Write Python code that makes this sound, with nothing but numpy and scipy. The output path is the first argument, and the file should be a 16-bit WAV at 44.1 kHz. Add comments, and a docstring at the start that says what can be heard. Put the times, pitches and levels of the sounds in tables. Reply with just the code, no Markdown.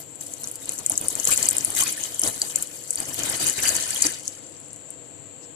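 """Low kitchen noise and a narrow hiss run throughout. Cold water pours from a glass into a steel blender jar:
slugs and steady flow drum, splash and spray (showers of decaying sine bubbles, coloured by spectrum), while
small bubbles pop sharply and echo between the walls. Larger bubbles glide upward and the wall rings in places.
A last slug gulps, the flow dies away, tiny bubbles fizz out with a few late pops, and a soft brush follows."""
import sys
import numpy as np
from scipy import signal
from scipy.fft import rfft, irfft
from scipy.io import wavfile

SR = 44100
rng = np.random.default_rng(int(sys.argv[2]) if len(sys.argv) > 2 else 0)


def pcm_store(signal):
    """Save signal as 16-bit PCM."""
    levels = np.round(np.clip(np.atleast_2d(signal), -1, 1) * 32767)
    wavfile.write(sys.argv[1], SR, levels.astype(np.int16).T)


N = 244755
TIME = np.arange(N) / SR  # s
BINS = np.fft.rfftfreq(N, 1 / SR)  # Hz

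# Room noise spectrum. Each row: frequency in Hz, relative density in dB.
ROOM_SPECTRUM = [(25, -15), (60, -17), (95, 2.5), (145, 4.5), (205, -2.5), (290, 7), (380, -2), (500, 2.5),
                 (800, -5.5), (1300, -10.5), (2300, -11.5), (3000, -9.5), (3700, -14.5), (4600, -13),
                 (5300, -61), (9000, -46)]
# Hiss spectrum. Each row: frequency in Hz, relative density in dB.
HISS_SPECTRUM = [(3000, -50), (5000, -22.5), (6200, -15.5), (6800, -2), (7300, 11.5), (7800, 10),
                 (8400, -6), (9200, -16), (10800, -21.5), (14300, -25)]
# Kitchen resonances. Each row: frequency in Hz, width in Hz, lift in dB.
KITCHEN_MODES = [(98, 10, 6), (145, 10, 5), (300, 22, 4), (484, 18, 6), (525, 18, 4), (667, 18, 7)]
# Background balance. Each row: frequency in Hz, left over right in dB.
ROOM_BALANCE = [(60, 21), (99, 14), (160, 10.5), (270, 17.5), (450, 1), (730, -2.5), (1210, 1), (2000, -4),
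                (3300, -4), (5450, 7.5), (8990, 19), (14800, -1)]
# Likeness of the two channels. Each row: frequency in Hz, likeness from 0 to 1.
CHANNEL_LIKENESS = [(60, 0.86), (130, 0.5), (300, 0.89), (640, 0.29), (1300, 0), (15000, 0.07)]
# Balance of the stream. Each row: frequency in Hz, left over right in dB.
POUR_BALANCE = [(60, 6.5), (300, 9), (480, 3.5), (1000, -0.5), (3000, 0), (4500, -1), (5500, 6), (7200, 19),
                (8500, 9), (9600, -2.5), (12000, 3.5)]
# Weighting of the drumming. Each row: frequency in Hz, gain in dB.
DRUM_SPECTRUM = [(25, -8), (50, -6.5), (95, 1), (190, -3.5), (290, -1.5), (400, -4.5), (600, -4.5),
                 (900, -6), (1500, -6), (3000, -43)]
# Weighting of the splashing. Each row: frequency in Hz, gain in dB.
SPLASH_SPECTRUM = [(300, -10), (700, -4.5), (1100, -2.5), (1600, -1.5), (3200, 4), (4200, 5), (5500, -2),
                   (8000, -31), (14000, -3)]
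# Weighting of the spray. Each row: frequency in Hz, gain in dB.
SPRAY_SPECTRUM = [(2500, -50), (4200, -10.5), (5200, -8.5), (6200, -2.5), (7300, 2), (8500, -1),
                  (9700, 1.5), (10700, -6), (12500, -5.5), (14300, -5.5)]
# Jar resonances. Each row: frequency in Hz, width in Hz, lift in dB.
JAR_MODES = [(1466, 90, 2), (1826, 120, 2), (2220, 90, 1), (2424, 80, 2), (2895, 90, 2), (3243, 120, 2)]
# Steady flow under the slugs. Each row: time in seconds, base splash level in dB, base spray level in dB.
STEADY_FLOW = [(0.0, -61.5, -41.5), (0.58, -56.5, -45.5), (0.81, -55.5, -42), (1.33, -44.5, -30.5),
               (1.43, -46.5, -36), (1.91, -46.5, -33.5), (2.03, -48, -37.5), (2.46, -48, -34),
               (2.67, -53.5, -43), (2.92, -55.5, -38.5), (3.04, -48, -35.5), (3.36, -44, -34),
               (3.68, -40, -27.5), (3.95, -41, -30), (4.09, -39.5, -28.5), (4.2, -55.5, -42),
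               (4.4, -57, -47.5)]
# Slugs from the wavering glass; the first row is a splash already dying away as the sound begins. Each row:
# start in seconds, hold in seconds, splash gain in dB, # gain of the thump on the bottom in dB.
WATER_SLUGS = [(-0.01, 0.0086, -47, -49), (0.204, 0.02, -52.5, -70), (0.425, 0.055, -52, -49),
               (0.667, 0.072, -47.5, -47), (0.787, 0.022, -51, -42.5), (0.895, 0.041, -45, -40.5),
               (1, 0.059, -48, -41), (1.098, 0.049, -51, -44), (1.153, 0.044, -49.5, -44),
               (1.26, 0.039, -38.5, -37), (1.308, 0.021, -34, -41), (1.369, 0.098, -39.5, -41),
               (1.505, 0.068, -40, -45), (1.59, 0.032, -45.5, -43.5), (1.667, 0.086, -48, -42.5),
               (1.759, 0.041, -33.5, -48), (1.798, 0.023, -35, -40), (1.849, 0.043, -38.5, -46.5),
               (1.985, 0.079, -44.5, -50.5), (2.221, 0.071, -40, -35.5), (2.35, 0.025, -53, -47.5),
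               (2.413, 0.02, -46, -41.5), (2.548, 0.063, -47.5, -45.5), (2.969, 0.06, -45, -41.5),
               (3.064, 0.057, -56, -44.5), (3.175, 0.18, -38.5, -39.5), (3.391, 0.1, -38, -40),
               (3.573, 0.022, -36, -37.5), (3.625, 0.054, -33.5, -41.5), (3.685, 0.1, -38, -41),
               (4.036, 0.025, -36.5, -36)]
# Loudest small bubbles bursting. Each row: start in seconds, peak of the channel mean in dB, pitch in Hz,
# left over right in dB.
LOUD_POPS = [(0.155, -25.5, 8150, 10.0), (0.2082, -21, 7770, 8), (0.2662, -22, 8200, 5.5),
             (0.3359, -16, 7420, 15), (0.4334, -16.5, 9600, 3), (0.4404, -18, 6290, -1),
             (0.472, -15.5, 7620, 17), (0.4836, -21, 7900, 7), (0.5125, -17, 9600, -1),
             (0.6554, -20, 8480, 5.0), (0.6911, -9.5, 7660, 6.0), (0.7193, -17.5, 10560, 9),
             (0.7332, -22, 8000, 8.5), (0.7567, -29, 7500, 6.5), (0.7781, -19.5, 7640, 8),
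             (0.7865, -17, 6870, 11), (0.7906, -18, 9100, 4), (0.8611, -3, 7720, 12),
             (0.896, -4.5, 9600, 0.0), (0.9175, -12.5, 7300, 15), (0.9537, -19.5, 5900, 5.5),
             (0.9755, -3.5, 7400, 6), (1.0114, -14, 9570, -1), (1.0822, -1.5, 8880, 9),
             (1.1004, -19, 7000, 9.5), (1.1518, -9.5, 8000, 15), (1.1979, -9, 6900, 22),
             (1.251, -4.5, 7630, 2), (1.272, -15, 5600, 11), (1.272, -5, 7220, 5.5),
             (1.316, -12, 9400, 3.5), (1.326, -9, 9400, 4.0), (1.3435, -13, 9660, 6),
             (1.3748, -11, 9230, 1), (1.3742, -6, 7350, 14), (1.4268, -4, 7300, 20), (1.4548, -8, 6940, 14),
             (1.486, -0.5, 7420, 11), (1.486, 1, 8300, 7), (1.501, -11, 7240, 11), (1.509, -7, 8500, 8.5),
             (1.566, -6.5, 8440, 13), (1.5813, -4, 7740, 10), (1.6414, -20, 7900, 6.5),
             (1.6465, -2.5, 9830, 7.5), (1.702, -11.5, 9640, 2.5), (1.763, -16, 7250, 15),
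             (1.7885, -10, 7700, 11), (1.8013, -7, 8800, 4.5), (1.8229, -7.5, 7770, 16),
             (1.8776, -12, 7270, 12), (2.0359, -9.5, 6800, 20), (2.0547, -21, 7640, 10),
             (2.1934, -5, 8440, 7), (2.2155, -7.5, 9830, 1), (2.2344, -6, 6140, 21),
             (2.2745, -7.5, 7550, 16), (2.4161, -6.5, 7440, 5), (2.557, -1.5, 7570, 8),
             (2.671, -21, 7800, 16), (2.905, -6, 8000, 11), (2.9552, -10, 8630, 3), (3.0006, -9.5, 8380, 6),
             (3.233, -12, 6900, 12), (3.297, -8.5, 9600, -2), (3.3677, -22, 10100, 5.0),
             (3.466, -8.5, 7250, 15), (3.496, -5, 7400, 18), (3.6898, -5, 6870, 16),
             (3.751, -10.5, 6900, 8), (3.905, -9, 7960, 6), (4.0056, -18, 6910, 18),
             (4.019, -4.5, 7360, 9.5), (4.0215, -0.5, 7440, 9), (4.0514, -12, 7240, 12),
             (4.0656, -5.5, 6300, 6), (4.118, -19.5, 7800, 9), (4.2771, -9.5, 6540, 8),
             (4.35, -29, 6770, 15.0), (4.7299, -23.5, 8300, 11), (4.76, -25.5, 7480, 14.0),
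             (4.9031, -20, 8530, 9)]
# Large bubbles dragged under by a surge. Each row: time of fullest swell in seconds, level in dB,
# pitch in Hz, rise in octaves per cycle, ring time in cycles.
LARGE_BUBBLES = [(1.2938, -22.5, 1280, 0.059, 6.4), (1.319, -18, 2400, 0.025, 4.3),
                 (1.332, -16.5, 2650, 0.032, 3.1), (1.779, -17, 3700, 0.02, 2.7),
                 (1.794, -28, 1410, 0.087, 3), (1.824, -23, 1020, 0.09, 2), (1.867, -17, 2520, 0.0045, 4.5),
                 (1.978, -25.5, 1740, 0.031, 3), (3.591, -16, 2600, 0.027, 2.5),
                 (3.6556, -11, 2730, 0.065, 2), (3.9623, -17, 3220, 0.015, 4.2)]
# Drops on the bare steel. Each row: start in seconds, level in dB.
STEEL_DROPS = [(1.426, -18.5), (1.482, -19.5), (2.267, -19.5), (2.417, -10.5), (2.974, -22), (3.674, -32),
               (3.93, -21.5), (4.024, -19), (4.041, -13)]
# Weighting of the brush. Each row: frequency in Hz, gain in dB.
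RUSTLE_SPECTRUM = [(2000, -28), (4500, -1), (7000, 4), (9000, -1), (12000, -42)]

FLOW_START_S, FLOW_FADE_S, FLOW_FADE_DB_PER_S = 0.205, 4.29, 36
SPLASH_DB, SPRAY_DB, DRUM_DB = 0.5, -1, -1.5  # against the flow; drumming follows splashing
CUSHION_DB_PER_S = 1.5  # the deepening pool softens the steady drumming
SLUG_ATTACK_S, SLUG_RELEASE_S = 0.011, 0.02
SLUG_SPRAY_DB = -4  # a slug throws less spray for its splash than the steady flow
FULL_SPRAY_DB, MIN_SHARE = -31, 0.5  # a weaker flow makes fewer bubbles, down to this share
SPLASH_WET_DB, SPLASH_T60_S = -2, 0.035
DROPLETS_DB = -2  # stray droplets in the spray mix
WALL_HZ = 4687
WALL_DB, WALL_DB_PER_S = -13.5, 2.5  # against splashing; the stream shakes it more as the glass tips
STREAM_END_S, DULL_FROM_S, DULL_S, DULL_HZ = 4.13, 2.86, 1.8, 10800
GURGLE_DB, GURGLE_DB_PER_S = -13.5, 2  # against splashing; more as the pool deepens
POP_PEAK_DELAY_S, POP_RISE_S, POP_RING_S = 0.002, 0.00017, 0.00017
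POP_FAR_DB, POP_FAR_T60_S = -16, 0.2
SMALL_PER_S, SMALL_DB, SMALL_SPREAD_DB = 26, 11, 1.5
SMALL_FOLLOW_DB_PER_DB = 1  # pop level per dB of spray
SMALL_HZ, SMALL_SPREAD_OCT = 7970, 0.23
EDGE_HZ = 14400


def amp(db):
    """Decibels to gain."""
    return 10 ** (np.asarray(db) / 20)


def unit(x):
    """Scales to rms 1."""
    return x / np.sqrt(np.mean(x ** 2) + 1e-20)


def along(points):
    """Interpolates a table over log frequency at every bin."""
    hz, value = np.transpose(points)
    return np.interp(np.log(BINS + 1), np.log(hz + 1), value)


def lifts(modes):
    """Sums the decibels that resonances add at every bin."""
    return sum(db / (1 + (2 * (BINS - hz) / width_hz) ** 2) for hz, width_hz, db in modes)


def colour(pair, shape_db, balance):
    """Weights the spectra of two unrelated signals and sets their likeness and balance; mean has deviation 1."""
    left, other = rfft(pair)
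    same = np.clip(along(CHANNEL_LIKENESS), -1, 1)
    right = same * left + np.sqrt(1 - same ** 2) * other
    ratio = amp(along(balance))
    spectra = np.array([ratio * left, right]) / np.hypot(ratio, 1)
    out = irfft(spectra * amp(shape_db), N)
    return out / np.std(out.mean(0))


def add(mix, start_s, sound):
    """Mixes a stereo sound in at a time."""
    part = mix[:, max(round(start_s * SR), 0):][:, :sound.shape[1]]
    part += sound[:, :part.shape[1]]


def echoes(t60_s, size=4000):
    """Dense decaying reflections between steel walls, different in each channel, energy 1."""
    t = np.arange(size) / SR
    tail = rng.standard_normal((2, size)) * amp(-60 * t / t60_s) * (t > .0006)
    return tail / np.linalg.norm(tail, axis=1, keepdims=True)


def in_jar(x, wet_db, t60_s):
    """Direct sound plus its echoes in the jar."""
    return x + amp(wet_db) * signal.oaconvolve(x, echoes(t60_s), axes=1)[:, :N]


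def bubble(hz, phase_turns, cycles, glide, size):
    """An air pocket swells into ringing, rises a little in pitch and dies away."""
    age = (TIME[:size] * hz / max(cycles, .3)).astype(np.float32)
    pitch_hz = hz * (1 + glide * (np.minimum(age, 4) - 1))
    turns = np.cumsum(pitch_hz / SR, axis=-1) + phase_turns
    return age * np.exp(1 - age) * np.sin(2 * np.pi * turns.astype(np.float32))


def patter(per_s, spread_db, low_hz, high_hz, cycles, size=300, thinning=1, glide=0.062):
    """A shower of bubbles of random pitch and size; a weak flow breaks into fewer unless thinning is 0."""
    when, pitch, bulk, phase, luck, tilt, flip = rng.random((int(per_s * N / SR), 7)).T
    share = np.clip(amp(thinning * (flow(when * N / SR)[1] - FULL_SPRAY_DB)), MIN_SHARE, 1)
    weight = amp(spread_db * np.minimum(-np.log(1 - bulk), 3.5)) / np.sqrt(share)
    keep = luck < share
    hz = low_hz * (high_hz / low_hz) ** pitch[keep, None]
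    grains = hz * weight[keep, None] * bubble(hz, phase[keep, None], cycles, glide, size)
    where = ((when[keep, None] * N).astype(int) + np.arange(size)).ravel() % N
    lean = tilt[keep, None] - .5
    polarity = np.sign(flip[keep, None] - .5)
    sides = (1 + lean, polarity * (1 - lean))
    return unit(np.array([np.bincount(where, (grains * side).ravel(), N) for side in sides]))


def gusts(per_s):
    """Smooth random wavering of rms 1: the stream breaks into lumps."""
    return unit(irfft(rfft(rng.standard_normal(N)) * np.exp(-(BINS / per_s) ** 2), N))


def background(room_db=-50, hiss_db=-46.5):
    """Low kitchen noise and a narrow, steady hiss, both shaped from white noise."""
    room = colour(rng.standard_normal((2, N)), along(ROOM_SPECTRUM) + lifts(KITCHEN_MODES), ROOM_BALANCE)
    hiss = colour(rng.standard_normal((2, N)), along(HISS_SPECTRUM), ROOM_BALANCE)
    return amp(room_db) * room + amp(hiss_db) * hiss


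def flow(t):
    """Base splash and spray levels in dB: 14 dB lower before the flow starts, dying away at the end."""
    s, *levels_db = np.transpose(STEADY_FLOW)
    before_db = np.where(t < FLOW_START_S, -14, 0)
    fade_db = before_db - FLOW_FADE_DB_PER_S * np.maximum(t - FLOW_FADE_S, 0)
    return [np.interp(t, s, level_db) + fade_db for level_db in levels_db]


def slugs():
    """Gains of splash and thump: each slug lands quickly, holds while it falls and dies away."""
    splash, thump = np.zeros((2, N))
    for start_s, hold_s, splash_db, thump_db in WATER_SLUGS:
        attack = np.clip((TIME - start_s) / SLUG_ATTACK_S, 0, 1)
        shape = attack * np.exp(-np.maximum(TIME - start_s - hold_s, 0) / SLUG_RELEASE_S)
        splash += amp(splash_db) * shape
        thump += amp(thump_db) * shape
    return splash, thump


def churn(x, patchy_db, width_hz, length_s):
    """The shifting water surface favours ever-changing patches of pitch."""
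    hz, t, z = signal.stft(x, SR, nperseg=256, noverlap=192)
    field = rng.standard_normal(z.shape[1:])
    across = np.exp(-((hz - hz.mean()) / width_hz) ** 2)
    during = np.exp(-((t[:41] - t[20]) / length_s) ** 2)
    field = unit(signal.fftconvolve(field, np.outer(across, during), "same"))
    out = signal.istft(z * amp(patchy_db * field), SR, nperseg=256, noverlap=192)[1]
    return unit(out[:, :N])


def drumming():
    """Water drums on the bottom: short low bubbles, with longer air pockets burbling."""
    hits = patter(per_s=2000, spread_db=1.0, low_hz=115.0, high_hz=1320, cycles=0.28, size=600, thinning=0)
    burble = patter(per_s=110, spread_db=1.5, low_hz=229.5, high_hz=918, cycles=2.17, size=2400, thinning=0)
    return colour(hits + amp(-4) * burble, along(DRUM_SPECTRUM) + lifts(KITCHEN_MODES), POUR_BALANCE)


def splashing():
    """Water splashes in the pool: short bubbles, with larger ones ringing on."""
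    short = patter(per_s=1600, spread_db=-0.5, low_hz=608, high_hz=10900, cycles=0.41)
    ringing = patter(per_s=800, spread_db=0.0, low_hz=811, high_hz=6050, cycles=4.1, size=800)
    splash = in_jar(short + amp(-7.0) * ringing, SPLASH_WET_DB, SPLASH_T60_S)
    splash = churn(splash, patchy_db=3.0, width_hz=220, length_s=0.032)
    return colour(splash, along(SPLASH_SPECTRUM) + lifts(JAR_MODES), POUR_BALANCE)


def spraying():
    """Droplets tick on the wall, tiny bubbles fizz and stray droplets tick sharply."""
    ticks = patter(per_s=2800, spread_db=3.0, low_hz=3690, high_hz=14000, cycles=0.71, thinning=0)
    fizz = patter(per_s=1500, spread_db=5.0, low_hz=4700, high_hz=15000, cycles=2.13)
    stray = patter(per_s=160, spread_db=5.5, low_hz=5560, high_hz=13000, cycles=0.46, size=100)
    spray = in_jar(amp(2.5) * ticks + fizz, wet_db=2.5, t60_s=0.058) / 2
    spray = spray + amp(DROPLETS_DB) * in_jar(stray, wet_db=-3.5, t60_s=0.03)
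    spray = churn(spray, patchy_db=4.0, width_hz=180, length_s=0.0029)
    return colour(spray, along(SPRAY_SPECTRUM) + lifts(JAR_MODES), POUR_BALANCE)


def wall_ring(splash, width_hz=90, fitful_db=5, fits_per_s=16):
    """The splashing fitfully catches the steel wall and sets its note ringing."""
    ring = irfft(rfft(splash) / (1 + 2j * (BINS - WALL_HZ) / width_hz) ** 2, N)
    return unit(ring * amp(fitful_db * gusts(fits_per_s))) * amp(WALL_DB + WALL_DB_PER_S * TIME)


def dulled(spray):
    """The pool swallows the droplets: crossfades the spray to a low-passed copy."""
    dull = irfft(rfft(spray) / (1 + (BINS / DULL_HZ) ** 8), N)
    return spray + np.clip((TIME - DULL_FROM_S) / DULL_S, 0, 1) * (dull - spray)


def stream():
    """Lumps of water drum on the bottom, splash in the pool and throw spray at the wall."""
    splash_db, spray_db = flow(TIME)
    slug, thump = slugs()
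    lumps = gusts(per_s=25)
    splash = splashing()
    drum_gain = np.hypot(amp(splash_db + DRUM_DB - CUSHION_DB_PER_S * TIME), thump)
    splash_gain = np.hypot(amp(splash_db + SPLASH_DB), slug)
    slug_spray = amp(spray_db - splash_db + SLUG_SPRAY_DB) * slug
    spray_gain = np.hypot(amp(spray_db + SPRAY_DB), slug_spray)
    return (drumming() * drum_gain * amp(0.3 * lumps)
            + (splash + wall_ring(splash)) * splash_gain * amp(0.48 * lumps)
            + dulled(spraying()) * spray_gain * amp(2.25 * lumps))


def gurgling():
    """The deepening pool swallows more and more large bubbles, a dense, rough crowd."""
    bubbles = patter(per_s=300, spread_db=2.5, low_hz=1306, high_hz=2430, glide=0.066, cycles=4.45, size=900)
    bubbles = colour(in_jar(bubbles, SPLASH_WET_DB, SPLASH_T60_S), lifts(JAR_MODES), POUR_BALANCE)
    splash_gain = np.hypot(amp(flow(TIME)[0]), slugs()[0])
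    return bubbles * splash_gain * amp(GURGLE_DB + GURGLE_DB_PER_S * TIME)


def pop(hz, side_db, glide=0.0336, snap_db=-20, snap_s=0.004, near_db=-8, near_t60_s=0.016):
    """One bubble swells, snaps and rattles between the walls; the channel mean peaks at 1."""
    bright = signal.butter(3, [6500, 11500], "band", fs=SR, output="sos")
    t = TIME[:900] - POP_PEAK_DELAY_S
    swell = np.exp(-np.logaddexp(-t / POP_RISE_S, t / POP_RING_S))
    turns = np.cumsum(hz * (1 + glide * np.tanh(t / POP_RING_S))) / SR + rng.random()
    # a quarter turn apart in the two channels
    ring = swell * np.array([np.cos(2 * np.pi * turns), np.sin(2 * np.pi * turns)])
    snap_shape = np.exp(-np.logaddexp(-t / POP_RISE_S, t / snap_s))
    snap = signal.sosfilt(bright, rng.standard_normal(ring.shape) * snap_shape)
    paths = amp(near_db) * echoes(near_t60_s) + amp(POP_FAR_DB) * echoes(POP_FAR_T60_S)
    paths[:, 0] = 1  # direct sound
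    balance = np.array([[amp(side_db)], [1]])
    sound = balance * signal.fftconvolve(ring + amp(snap_db) * snap, paths, axes=1)
    return sound / abs(sound.mean(0)).max()


def pops():
    """The loudest small bubbles burst sharply."""
    out = np.zeros((2, N))
    for start_s, db, hz, side_db in LOUD_POPS:
        add(out, start_s, amp(db) * pop(hz, side_db))
    return out


def side_at(hz):
    """Left over right in dB that the jar gives a sound of this pitch."""
    return np.interp(hz, BINS, along(POUR_BALANCE))


def small_pops(count=160):
    """Lesser bubbles burst at random through the pour, their level following the spray."""
    out = np.zeros((2, N))
    times_s = FLOW_START_S + np.cumsum(rng.uniform(0, 2, count)) / SMALL_PER_S
    loud, pitch = rng.standard_normal((count, 2)).T
    levels_db = SMALL_FOLLOW_DB_PER_DB * flow(times_s)[1] + SMALL_DB + SMALL_SPREAD_DB * loud
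    pitches_hz = SMALL_HZ * 2 ** (SMALL_SPREAD_OCT * pitch)
    for start_s, db, hz, side_db in zip(times_s, levels_db, pitches_hz, side_at(pitches_hz)):
        if start_s < STREAM_END_S:
            add(out, start_s, amp(db) * pop(hz, side_db))
    return out


def glugs():
    """A large bubble swells into ringing and glides upward as it nears the surface."""
    out = np.zeros((2, N))
    for peak_s, db, hz, rise_oct, cycles in LARGE_BUBBLES:
        turns = np.arange(-2 * cycles, 4 * cycles, hz / SR)
        swell = np.where(turns < 0, np.exp(-(turns / cycles) ** 2), 1 / np.cosh(turns / cycles))
        phase = np.cumsum(2 ** (rise_oct * np.minimum(turns, cycles))) * hz / SR
        ring = swell * np.sin(2 * np.pi * (phase + np.array([[0], [.15]])))
        add(out, peak_s - 2 * cycles / hz, amp(db) / 2 * ring)
    return in_jar(out, wet_db=-1.5, t60_s=0.081)


def pings(t60_s=0.02, rise_s=0.00013, tick_db=-6, tick_s=0.00022):
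    """A drop ticks on the wet steel wall, which rings briefly on one note."""
    out, t = np.zeros((2, N)), TIME[:4000]
    fade = (1 - np.exp(-t / rise_s)) * amp(-60 * t / t60_s)
    ring = fade * np.sin(2 * np.pi * (WALL_HZ * t + np.array([[0], [.2]])))
    band = signal.butter(2, [2500, 7000], "band", fs=SR, output="sos")
    for start_s, db in STEEL_DROPS:
        tick = signal.sosfilt(band, rng.standard_normal((2, len(t))) * np.exp(-t / tick_s))
        add(out, start_s, amp(db) * (ring + amp(tick_db) * 2 * tick))
    return out


def gulp(start_s=4.044, hz=285, cycles=3.1, db=-27):
    """The last slug of water traps one big pocket of air, heard mostly on the left."""
    out = np.zeros((2, N))
    pocket = bubble(hz, rng.random(), cycles, glide=0.064, size=SR // 10)
    add(out, start_s, amp(db) * np.outer([1, .5], pocket))
    return out


def settling(db=-44, fade_db_per_s=24):
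    """After the stream ends, the last tiny bubbles in the pool fizz out."""
    bubbles = patter(per_s=300, spread_db=7.0, low_hz=5700, high_hz=9100, cycles=1.4, size=500, thinning=0)
    bubbles = colour(in_jar(bubbles, SPLASH_WET_DB, SPLASH_T60_S), 0, POUR_BALANCE)
    age_s = TIME - STREAM_END_S
    return bubbles * (age_s > 0) * amp(db - fade_db_per_s * np.maximum(age_s, 0))


def rustle(centre_s=5.44, length_s=0.02, db=-51):
    """A soft brush as the hand moves the glass away: a short swell of shaped noise."""
    noise = colour(rng.standard_normal((2, N)), along(RUSTLE_SPECTRUM), POUR_BALANCE)
    return noise * amp(db) * np.exp(-((TIME - centre_s) / length_s) ** 2)


def scene():
    """The pour in the kitchen."""
    water = stream() + gurgling() + pops() + small_pops() + glugs() + pings() + gulp() + settling()
    return background() + water + rustle()


def record(dry):
    """Clips at full scale, then low-passes."""
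    clipped = np.clip(dry, -1, 1)
    lowpass = signal.firwin(401, EDGE_HZ, window=("kaiser", 8), fs=SR)
    return signal.oaconvolve(clipped, lowpass[None], "same")


dry = scene()
out = record(dry)
pcm_store(out)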